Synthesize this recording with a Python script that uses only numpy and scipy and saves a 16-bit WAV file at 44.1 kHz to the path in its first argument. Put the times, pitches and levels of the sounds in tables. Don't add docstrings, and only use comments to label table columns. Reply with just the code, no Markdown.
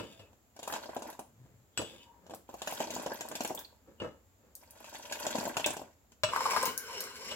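import sys
import numpy as np
from scipy import signal
from scipy.fft import rfft, irfft, next_fast_len
from scipy.io import wavfile
from scipy.ndimage import uniform_filter1d, map_coordinates

SR = 44100
rng = np.random.default_rng(int(sys.argv[2]) if len(sys.argv) > 2 else 0)


def unload_audio(sound):
    columns = np.transpose(np.atleast_2d(sound))
    steps = np.round(np.clip(columns, -1, 1) * 32767)
    wavfile.write(sys.argv[1], SR, steps.astype(np.int16))


N = 324135
T = np.arange(N) / SR
SHORT = T[:SR // 4]

# first_dribble_s, full_stream_s, spent_s, flow_db, spray_re_flow_db, plunge_re_flow_db
POURS = [(0.546, 0.712, 1.09, -49.5, -4, -2), (2.48, 2.795, 3.58, -44.5, -3.5, 1.5),
         (4.601, 5.285, 5.74, -43.5, -2, 0.5)]
# mode_hz, level_db, t60_s
LADLE_MODES = [(2620, -12.5, 0.14), (2903, -2, 0.079), (3320, -15, 0.055), (3270, -15, 0.061),
               (3470, -2, 0.02), (4170, -20, 0.072), (4840, -20, 0.035), (4780, -8, 0.031),
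               (5320, -18, 0.071), (6740, -15, 0.072), (6830, -7.5, 0.044), (7700, -21.5, .07),
               (7930, -1, 0.1)]
# freq_hz, level_db
SPRAY_SPECTRUM = [(900, -42), (1500, 5), (2000, -8.5), (2650, 5.5), (4000, 0), (5800, 0), (7400, 5.5),
                  (8600, -10), (11000, -6), (16000, -14.5)]
# freq_hz, level_db
GRIT_SPECTRUM = [(600, -27), (1200, -14), (2200, 0), (3400, -9.5), (4600, -4), (6300, -11), (7500, -3),
                 (8600, -18.5), (11000, -11), (16000, -18.5)]


def amp(db):
    return 10 ** (np.asarray(db) / 20)


def unit(x):
    return x / np.sqrt(np.mean(x ** 2) + 1e-20)


def along(points, hz):
    f, v = np.transpose(points)
    return np.interp(np.log(hz + 1), np.log(f + 1), v)


def since(s):
    return np.maximum(T - s, 0)


def until(s):
    return np.maximum(s - T, 0)


def onward(s):
    return uniform_filter1d(1. * (T >= s), size=600)


def wobble(rate_hz):
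    knots = rng.standard_normal(int(N * rate_hz / SR) + 4)
    return map_coordinates(knots, [T * rate_hz])


def filtered(x, response):
    n = x.shape[-1]
    m = next_fast_len(n + SR // 5)
    return irfft(rfft(x, m) * response(np.fft.rfftfreq(m, 1 / SR)), m)[..., :n]


def colour(x, spectrum):
    return filtered(x, lambda hz: amp(along(spectrum, hz)))


def resonate(x, peaks):
    def response(f):
        return sum(amp(db) * 1j * f * w / (c * c - f * f + 1j * f * w) for c, w, db in peaks)
    return filtered(x, response)


def add(track, s, x):
    part = track[..., max(round(s * SR), 0):][..., :x.shape[-1]]
    part += x[..., :part.shape[-1]]


def grains(rate_hz, spread_db):
    hits = rng.random(N) < rate_hz / SR
    size = amp(spread_db * np.clip(rng.standard_normal(N), -2, 2))
    return hits * size * rng.choice([-1, 1], N)


def pair(n):
    # freq_hz, correlation
    alike = [(100, 0.81), (600, 0.64), (1400, 0), (3000, 0.05), (16000, 0)]

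    def mid_side(hz):
        turn = np.arccos(np.clip(along(alike, hz), -1, 1)) / 2
        return np.array([np.cos(turn), np.sin(turn)])
    mid, side = filtered(rng.standard_normal((2, n)), mid_side)
    return np.array([mid + side, mid - side])


def heard(x, pot_db, room_db, left_db, pot_t60_s=0.06, lead_s=0.00013):
    # freq_hz, level_db
    pot_air = [(60, -4.5), (170, -7.5), (235, 4), (290, -0.5), (480, -7.5), (620, 6.5), (790, -1.5),
               (930, 3), (1300, -10), (1600, 5.5), (3000, -5), (16000, 0)]
    # freq_hz, t60_s
    kitchen = [(100, 0.46), (600, 0.28), (3000, 0.3), (14000, 0.29)]
    n = SR // 3
    t = T[:n]
    inside = colour(pair(n), pot_air) * amp(-60 * t / pot_t60_s) * (t > .0012)
    hz, at, z = signal.stft(pair(n), SR, nperseg=256)
    decay = amp(-60 * at / along(kitchen, hz)[:, None])
    room = signal.istft(z * decay, SR, nperseg=256)[1][:, :n] * (t > .006)
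    echoes = (amp(pot_db) * unit(inside) + amp(room_db) * unit(room)) / np.sqrt(n)
    lag_s = lead_s * (1 + 0.36 * rng.uniform(-1.14, 1))
    direct = filtered(x, lambda f: np.array([np.ones(len(f)), np.exp(-2j * np.pi * f * lag_s)]))
    wet = signal.fftconvolve(x[None], echoes, axes=1)[:, :len(x)]
    return (direct + wet) * amp([[left_db / 2], [-left_db / 2]])


def slap(hz, delay_s):
    u = (np.pi * hz * (SHORT - delay_s)) ** 2
    return (1 - 2 * u) * np.exp(-u)


def burst(t60_s, delay_s=0):
    decay = amp(-60 * abs(SHORT - delay_s) / t60_s)
    return rng.standard_normal(len(SHORT)) * decay * (SHORT >= delay_s)


def ping(hz, cycles, rise, attack_s):
    age = SHORT * hz / cycles
    pitch_hz = hz * (1 + rise * np.minimum(age, 1))
    tone = np.sin(2 * np.pi * np.cumsum(pitch_hz) / SR)
    return tone * amp(-60 * age) * (1 - np.exp(-SHORT / attack_s))


def dull(hz, corner_hz):
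    return 1 / np.hypot(1, (hz / corner_hz) ** 3)


def ring(modes, corner_hz, scatter_db=1.5):
    out = 0
    for hz, db, t60_s in modes:
        decay = amp(db + scatter_db * rng.normal() - 60 * SHORT / t60_s)
        out = out + decay * np.sin(2 * np.pi * hz * SHORT) * dull(hz, corner_hz)
    return out


def rubbed(hz, t60_s, rate_hz):
    turn = np.exp(2j * np.pi * np.cumsum(hz * np.ones(N)) / SR)
    pole = amp(-60 / (abs(t60_s) * SR))
    slips = grains(rate_hz, spread_db=5.5)
    return unit((turn * signal.lfilter([1], [1, -pole], slips / turn)).real)


def fizz(count, low_hz, high_hz, cycles, spread_db):
    when, place, size = rng.random((count, 3)).T[:, :, None]
    k = np.arange(256)
    turns = low_hz * (high_hz / low_hz) ** place * k / SR
    pops = amp(spread_db * size ** 3) * np.sin(2 * np.pi * turns) * amp(-60 * turns / cycles)
    return unit(np.bincount(((when * N).astype(int) + k).ravel(), pops.ravel(), N)[:N])


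def background():
    # freq_hz, level_db
    floor = [(25, -26), (55, -1), (90, -0.5), (160, -16.5), (230, -8), (350, -16.5), (520, -15),
             (1000, -21), (3000, -29), (5800, -31.5), (7400, -19.5), (8400, -41), (12000, -29),
             (16000, -29)]
    return amp(-66.0) * unit(colour(pair(N), floor))


def rocking():
    centre_s, half_s, level_db, pitch_hz = 1.465, 0.13, -59, 121
    swell = amp(level_db) * np.exp(-((T - centre_s) / half_s) ** 2)
    rumble = swell * rubbed(pitch_hz, t60_s=0.11, rate_hz=270)
    return heard(rumble, pot_db=-7, room_db=-8.5, left_db=2.5)


def clinks():
    # start_s, level_db, brightness_corner_hz, wall_db, hob_thud_db
    blows = [(0.0, -40, 4270, -39.5, -45.5), (0.195, -50.5, 4020, -53.5, -49),
             (1.775, -31, 12100, -52, -43.5), (1.794, -52, 3500, -36.5, -52), (4.0009, -36, 2560, -45, -50),
             (4.043, -47, 2500, -38.5, -58), (6.235, -22, 5060, -24, -35.5), (6.288, -35, 3460, -37, -48),
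             (7.313, -37, 6000, -39.5, -61)]
    # mode_hz, level_db, t60_s
    wall_modes = [(243, -16.5, 0.082), (613, -5, 0.089), (648, -11.5, .1), (1004, 1.5, 0.025),
                  (1197, -3.5, 0.054), (1330, -6, 0.067), (1810, -17, 0.11)]
    thud_hz = 104
    out = np.zeros((2, N))
    for s, db, corner_hz, wall_db, thud_db in blows:
        noise = colour(burst(0.013) + amp(4.0) * burst(0.01), SPRAY_SPECTRUM)
        crack = filtered(noise, lambda hz: dull(hz, corner_hz))
        steel = amp(db) * (amp(-1.8) * ring(LADLE_MODES, corner_hz) + amp(0.5) * crack)
        knock = amp(wall_db - 4.5) * ring(wall_modes, 3000)
        thud = amp(thud_db) * ping(thud_hz, cycles=15.5, rise=0, attack_s=0.0014)
        add(out, s, heard(steel + knock, pot_db=2, room_db=-2.5, left_db=2.5))
        add(out, s, heard(thud, pot_db=-6, room_db=-8.5, left_db=2.0))
    return out


def dips():
    # strongest_s, level_db, build_up_s, dying_away_s
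    pushes = [(0.005, -44, 0.03, 0.45), (0.2, -58.5, 0.045, 0.49), (1.489, -76, 0.9, 1.8),
              (1.795, -40.5, 0.047, 0.28), (1.928, -58, 0.08, 0.63), (2.32, -52.5, 0.39, 0.38),
              (3.885, -57, 0.14, 0.4), (4.02, -38.5, 0.052, 0.32), (4.44, -66.5, 0.19, 1.5),
              (6.27, -58, 0.072, 3.5)]
    # delay_s, pitch_hz, level_re_push_db
    pockets = [(-0.005, 327, 1), (-0.002, 500, 3), (0.023, 450, -2.5)]
    # freq_hz, level_db
    slosh = [(25, -32), (60, -11), (105, -6.5), (150, -9.5), (330, -7.5), (700, -14.5), (1400, -20.5),
             (2200, -30), (7000, -40), (16000, -79)]
    range_db = 60.5
    push = sum(amp(db - range_db * (until(s) / build_s + since(s) / die_s))
               for s, db, build_s, die_s in pushes)
    swirl = colour(grains(500, spread_db=2.5), slosh)
    out = push * unit(heard(swirl, pot_db=-3.5, room_db=-6.5, left_db=1.5))
    for s, db, *_ in pushes:
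        for delay_s, hz, pocket_db in pockets:
            gulp = ping(hz * np.exp(0.02 * rng.normal()), cycles=34.0, rise=0.17, attack_s=0.0014)
            gulp = amp(db + pocket_db) * gulp
            add(out, s + delay_s, heard(gulp, pot_db=1.5, room_db=-1, left_db=-5.0))
    return out


def glide():
    # start_s, length_s, level_db
    glides = [(-0.02, 0.24, -54.5), (1.788, 0.25, -53.5)]
    # centre_s, half_length_s, pitch_hz, level_db
    swells = [(0.046, 0.06, 2950, -60), (0.172, 0.056, 667, -64), (0.243, 0.04, 2640, -69),
              (1.801, 0.021, 5050, -56), (1.86, 0.075, 3350, -54), (2.014, 0.026, 2960, -57),
              (2.11, 0.08, 950, -63.5), (4.013, 0.025, 2920, -61), (4.053, 0.02, 1300, -46.5),
              (6.797, 0.079, 1497, -50.5), (6.903, 0.02, 1009, -45.5), (6.965, 0.042, 2924, -44.5),
              (6.997, 0.057, 5430, -50.5), (7.26, 0.063, 5410, -47.5), (7.309, 0.037, 2935, -44)]
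    ease_db_per_s, lift_db_per_s = -20, -350
    peaks = [(hz, 170, db) for hz, db, _ in LADLE_MODES if hz < 7500]
    steel = unit(resonate(grains(1500, spread_db=9.5), peaks))
    grit = unit(colour(grains(1300, spread_db=5), GRIT_SPECTRUM))
    contact = sum(amp(db + ease_db_per_s * since(s) + lift_db_per_s * since(s + length_s)) * (T > s)
                  for s, length_s, db in glides)
    dry = contact * (amp(-4.5) * steel + amp(-30.0) * grit)
    for s, half_s, hz, db in swells:
        span = abs(T - s) < 2 * half_s
        t = T[span] - s
        drift = np.cumsum(rng.standard_normal(len(t))) * np.sqrt(2 * np.pi * hz * 0.03 / SR)
        dry[span] += amp(db) * np.exp(-(t / half_s) ** 2) * np.sin(2 * np.pi * hz * t + drift)
    return heard(dry, pot_db=-0.5, room_db=-7.5, left_db=1.0)


def rubbed_modes(table, wander):
    return unit(sum(amp(db + 2.6 * wobble(10)) * rubbed(hz * (1 + wander * wobble(6)), t60_s, rate_hz=1200)
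                    for hz, db, t60_s in table))


def scrape():
    # time_s, pressure_db
    pressure = [(6.3, -49), (6.43, -44), (6.5, -38.5), (6.675, -40.5), (6.76, -61), (6.85, -52.5),
                (7.0, -48), (7.13, -53.5), (7.35, -47)]
    # mode_hz, level_db, t60_s
    bottom_modes = [(493, 1, 0.037), (269, -6.5, 0.024)]
    # mode_hz, level_db, t60_s
    blade_modes = [(1430, 1, 0.011), (2008, -5.5, 0.011), (2700, -7.5, 0.034), (2963, -1.5, 0.071),
                   (3900, -13, .025), (4180, -5, 0.014), (5440, 1.5, 0.0072), (6630, -8, 0.022),
                   (7230, -5, 0.0063)]
    # start_s, level_db, pitch_hz
    catches = [(6.335, -18, 1140), (6.362, -12, 1160), (6.407, -17.5, 1080), (6.4553, -16, 1090),
               (6.4631, -14, 1080), (6.513, -19.5, 1040), (6.534, -16.5, 990), (6.5635, -9.5, 1140),
               (6.571, -16.5, 1220), (6.631, -25, 500), (6.678, -33.5, 268)]
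    hard_from_s, hard_to_s, hard_db = 6.335, 6.675, -36.5
    chatter_hz, rise_db_per_s, stop_db_per_s = 1042, 700, -480
    damped_above_db = -44
    press_db = np.interp(T, *np.transpose(pressure))
    hard = amp(hard_db - rise_db_per_s * until(hard_from_s) + stop_db_per_s * since(hard_to_s))
    chatter = rubbed(chatter_hz * (1 + 0.04 * wobble(20)), t60_s=0.028, rate_hz=1000)
    chatter = (amp(-3.5) * hard + amp(press_db - 8)) * chatter
    bottom = amp(-2.0) * rubbed_modes(bottom_modes, wander=0.043)
    blade = amp(-2.1) * rubbed_modes(blade_modes, wander=0.0073)
    rubbing = amp(np.minimum(press_db, damped_above_db)) * (bottom + blade)
    rasp = grains(2000, spread_db=6.5) * amp(3.5 * wobble(90))
    grit = amp(press_db - 1.5) * unit(colour(rasp, GRIT_SPECTRUM))
    dry = (chatter + rubbing + grit) * onward(pressure[0][0])
    out = heard(dry, pot_db=-3.0, room_db=-4.5, left_db=1.5)
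    for s, db, hz in catches:
        jerk = ping(hz, cycles=11.3, rise=0, attack_s=0.00049)
        jerk = jerk + amp(-10.5) * colour(burst(0.014), GRIT_SPECTRUM)
        add(out, s, heard(amp(db) * jerk, pot_db=0.5, room_db=-7.5, left_db=2.5))
    return out


def ticks():
    # start_s, level_db
    snaps = [(0.6767, -30), (1.1, -34.5), (1.1932, -36.5), (2.3466, -34), (2.6199, -40), (2.7477, -30),
             (3.2855, -29), (3.435, -29), (3.475, -27), (3.5481, -24.5), (3.59, -27.5), (4.5516, -30.5),
             (4.7066, -36.5), (5.66, -21.5), (5.438, -30), (6.628, -21.5), (6.6547, -15), (6.776, -20),
             (7.0041, -18.5), (7.0384, -29)]
    # start_s, first_pitch_hz, level_db
    bubbles = [(2.952, 6700, -27), (3.119, 1560, -36.5), (3.576, 3280, -33.5), (3.648, 4120, -37.5),
               (5.6432, 2536, -20), (5.6443, 3350, -20.5), (5.706, 7900, -27.5)]
    spectrum = [(1500, -39), (4500, -8.0), (8000, -4.5), (12000, -3.0), (16000, -6.5)]  # Hz, dB
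    out = np.zeros((2, N))
    for s, db in snaps:
        noise = burst(0.0031, delay_s=.0015) + amp(-18.0) * burst(0.036, delay_s=0.0013)
        snap = amp(db + 5.5) * colour(noise, spectrum)
        add(out, s, heard(snap, pot_db=-0.5, room_db=-4, left_db=2.0))
    for s, hz, db in bubbles:
        bubble = amp(db) * ping(hz, cycles=48.2, rise=0.45, attack_s=0.000067)
        add(out, s, heard(bubble, pot_db=1.0, room_db=-4.0, left_db=-2.0))
    return out


def splats():
    # start_s, level_db, slap_pitch_hz, spray_re_slap_db
    lumps = [(0.328, -53.5, 650, -14), (0.562, -43.5, 640, -9.5), (0.589, -37.5, 605, -8.5),
             (0.627, -34, 623, -6), (0.674, -25, 856, -15), (0.697, -27, 1000, -30),
             (0.722, -28, 700, -7.5), (0.735, -23.5, 930, -14), (0.841, -37.5, 598, -32),
             (0.891, -30.5, 590, -26), (0.963, -23.5, 584, -22), (1.019, -32, 695, -11.5),
             (1.125, -42, 641, -9), (1.19, -28.5, 665, -21.5), (1.814, -29, 550, -14.5),
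             (2.263, -46, 616, -12), (2.294, -38, 644, -17), (2.306, -36, 553, -15.5),
             (2.334, -32.5, 680, -18.5), (2.489, -34, 640, -23), (2.539, -31.5, 654, -20.5),
             (2.616, -28.5, 729, -9), (2.671, -26, 740, -6.5), (2.722, -27.5, 668, -20),
             (2.801, -21, 616, -14), (2.902, -31, 506, -5), (2.962, -26.5, 659, -14.5),
             (2.995, -30.5, 650, -13), (3.06, -23, 610, -17), (3.115, -28, 590, -34),
             (3.206, -31.5, 670, -4), (3.312, -28.5, 732, -15), (3.351, -32, 586, -1.5),
             (3.404, -24, 660, -10), (3.446, -25, 656, -8.5), (3.504, -23.5, 575, -25),
             (4.802, -42, 830, -16), (4.841, -39.5, 850, -8), (4.945, -36.5, 656, -8.5),
             (5.121, -32, 675, 0), (5.264, -22.5, 597, -9.5), (5.351, -22, 590, -13), (5.382, -28, 310, -9),
             (5.407, -26.5, 710, -13.5), (5.451, -25.5, 560, -13), (5.466, -24, 600, -30),
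             (5.566, -20.5, 870, -9), (5.595, -26.5, 620, -9.5), (5.659, -20.5, 600, -6.5),
             (5.702, -29.5, 646, -8.5), (5.765, -30, 613, -11), (5.792, -34.5, 581, -24),
             (5.814, -31, 620, -25), (6.117, -55, 646, -2)]
    shallow_db, deep_db, dig_s = -22.5, -15.5, 0.22
    out = np.zeros((2, N))
    for s, db, hz, spray_db in lumps:
        _, full_s, *_, plunge_db = min(POURS, key=lambda pour: abs(pour[1] - s))
        cavity_db = plunge_db + np.interp(s - full_s, [0, dig_s], [shallow_db, deep_db])
        body = slap(hz, delay_s=0.00293) + amp(cavity_db) * slap(258, delay_s=0.0037)
        noise = amp(4.5) * burst(0.0021, delay_s=0.003) + amp(-6.5) * burst(0.046, delay_s=.0028)
        spray = amp(spray_db + 8.5) * colour(noise, SPRAY_SPECTRUM)
        add(out, s, heard(amp(db - 1.27) * (body + spray), pot_db=0.5, room_db=-4, left_db=1.0))
    return out


def pouring():
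    dribble_db, thin_db_per_s, stop_db_per_s = -26.5, -9.5, -125
    fresh_db, cushion_s, left_over_db = 7, 0.071, -5.5
    patter, plunge, spray = np.zeros((3, N))
    for start_s, full_s, spent_s, db, spray_db, plunge_db in POURS:
        swell_db = dribble_db * until(full_s) / (full_s - start_s)
        fall_db = thin_db_per_s * since(full_s) + stop_db_per_s * since(spent_s)
        flow = amp(db + swell_db + fall_db) * onward(start_s)
        patter += flow
        plunge += flow * amp(plunge_db - 3.5 * np.exp(-since(full_s) / 0.035))
        spray += flow * amp(spray_db + left_over_db + fresh_db * np.exp(-since(full_s) / cushion_s))
    return patter, plunge, spray


def drops(table):
    out = 0
    for hz, db in table:
        hits = signal.fftconvolve(grains(190, spread_db=8.0), slap(hz, delay_s=0.00399))[:N]
        out = out + amp(db) * unit(hits)
    return out


def stream():
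    # pitch_hz, level_db
    patter_pitches = [(640, -2.5), (1000, -7.5), (1700, -13)]
    # pitch_hz, level_db
    plunge_pitches = [(90, -18), (310, -9)]
    # freq_hz, level_db
    froth_spectrum = [(2000, -9), (5500, 1), (7300, -3), (8600, -3), (14000, 2)]
    patter_gain, plunge_gain, spray_gain = pouring()
    surge = amp(2.25 * wobble(45))
    liquid = patter_gain * drops(patter_pitches) + plunge_gain * drops(plunge_pitches)
    spray = unit(colour(grains(600, spread_db=6.5), SPRAY_SPECTRUM))
    bubbles = fizz(count=3200, low_hz=1980, high_hz=14900, cycles=14.6, spread_db=27.5)
    froth = unit(colour(bubbles, froth_spectrum))
    dry = surge * (amp(-4) * liquid + spray_gain * (amp(-3.5) * spray + amp(-3.0) * froth))
    return heard(dry, pot_db=2.5, room_db=-9.0, left_db=1.0)


def scene():
    scraping = glide() + scrape()
    milk = dips() + ticks() + splats() + stream()
    return background() + rocking() + clinks() + scraping + milk


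def record(dry):
    top_hz = 16100
    lean = signal.sosfilt(signal.butter(2, 45, "highpass", fs=SR, output="sos"), dry)
    return filtered(lean, lambda hz: 1 / np.hypot(1, (hz / top_hz) ** 80))


dry = scene()
out = record(dry)
unload_audio(out)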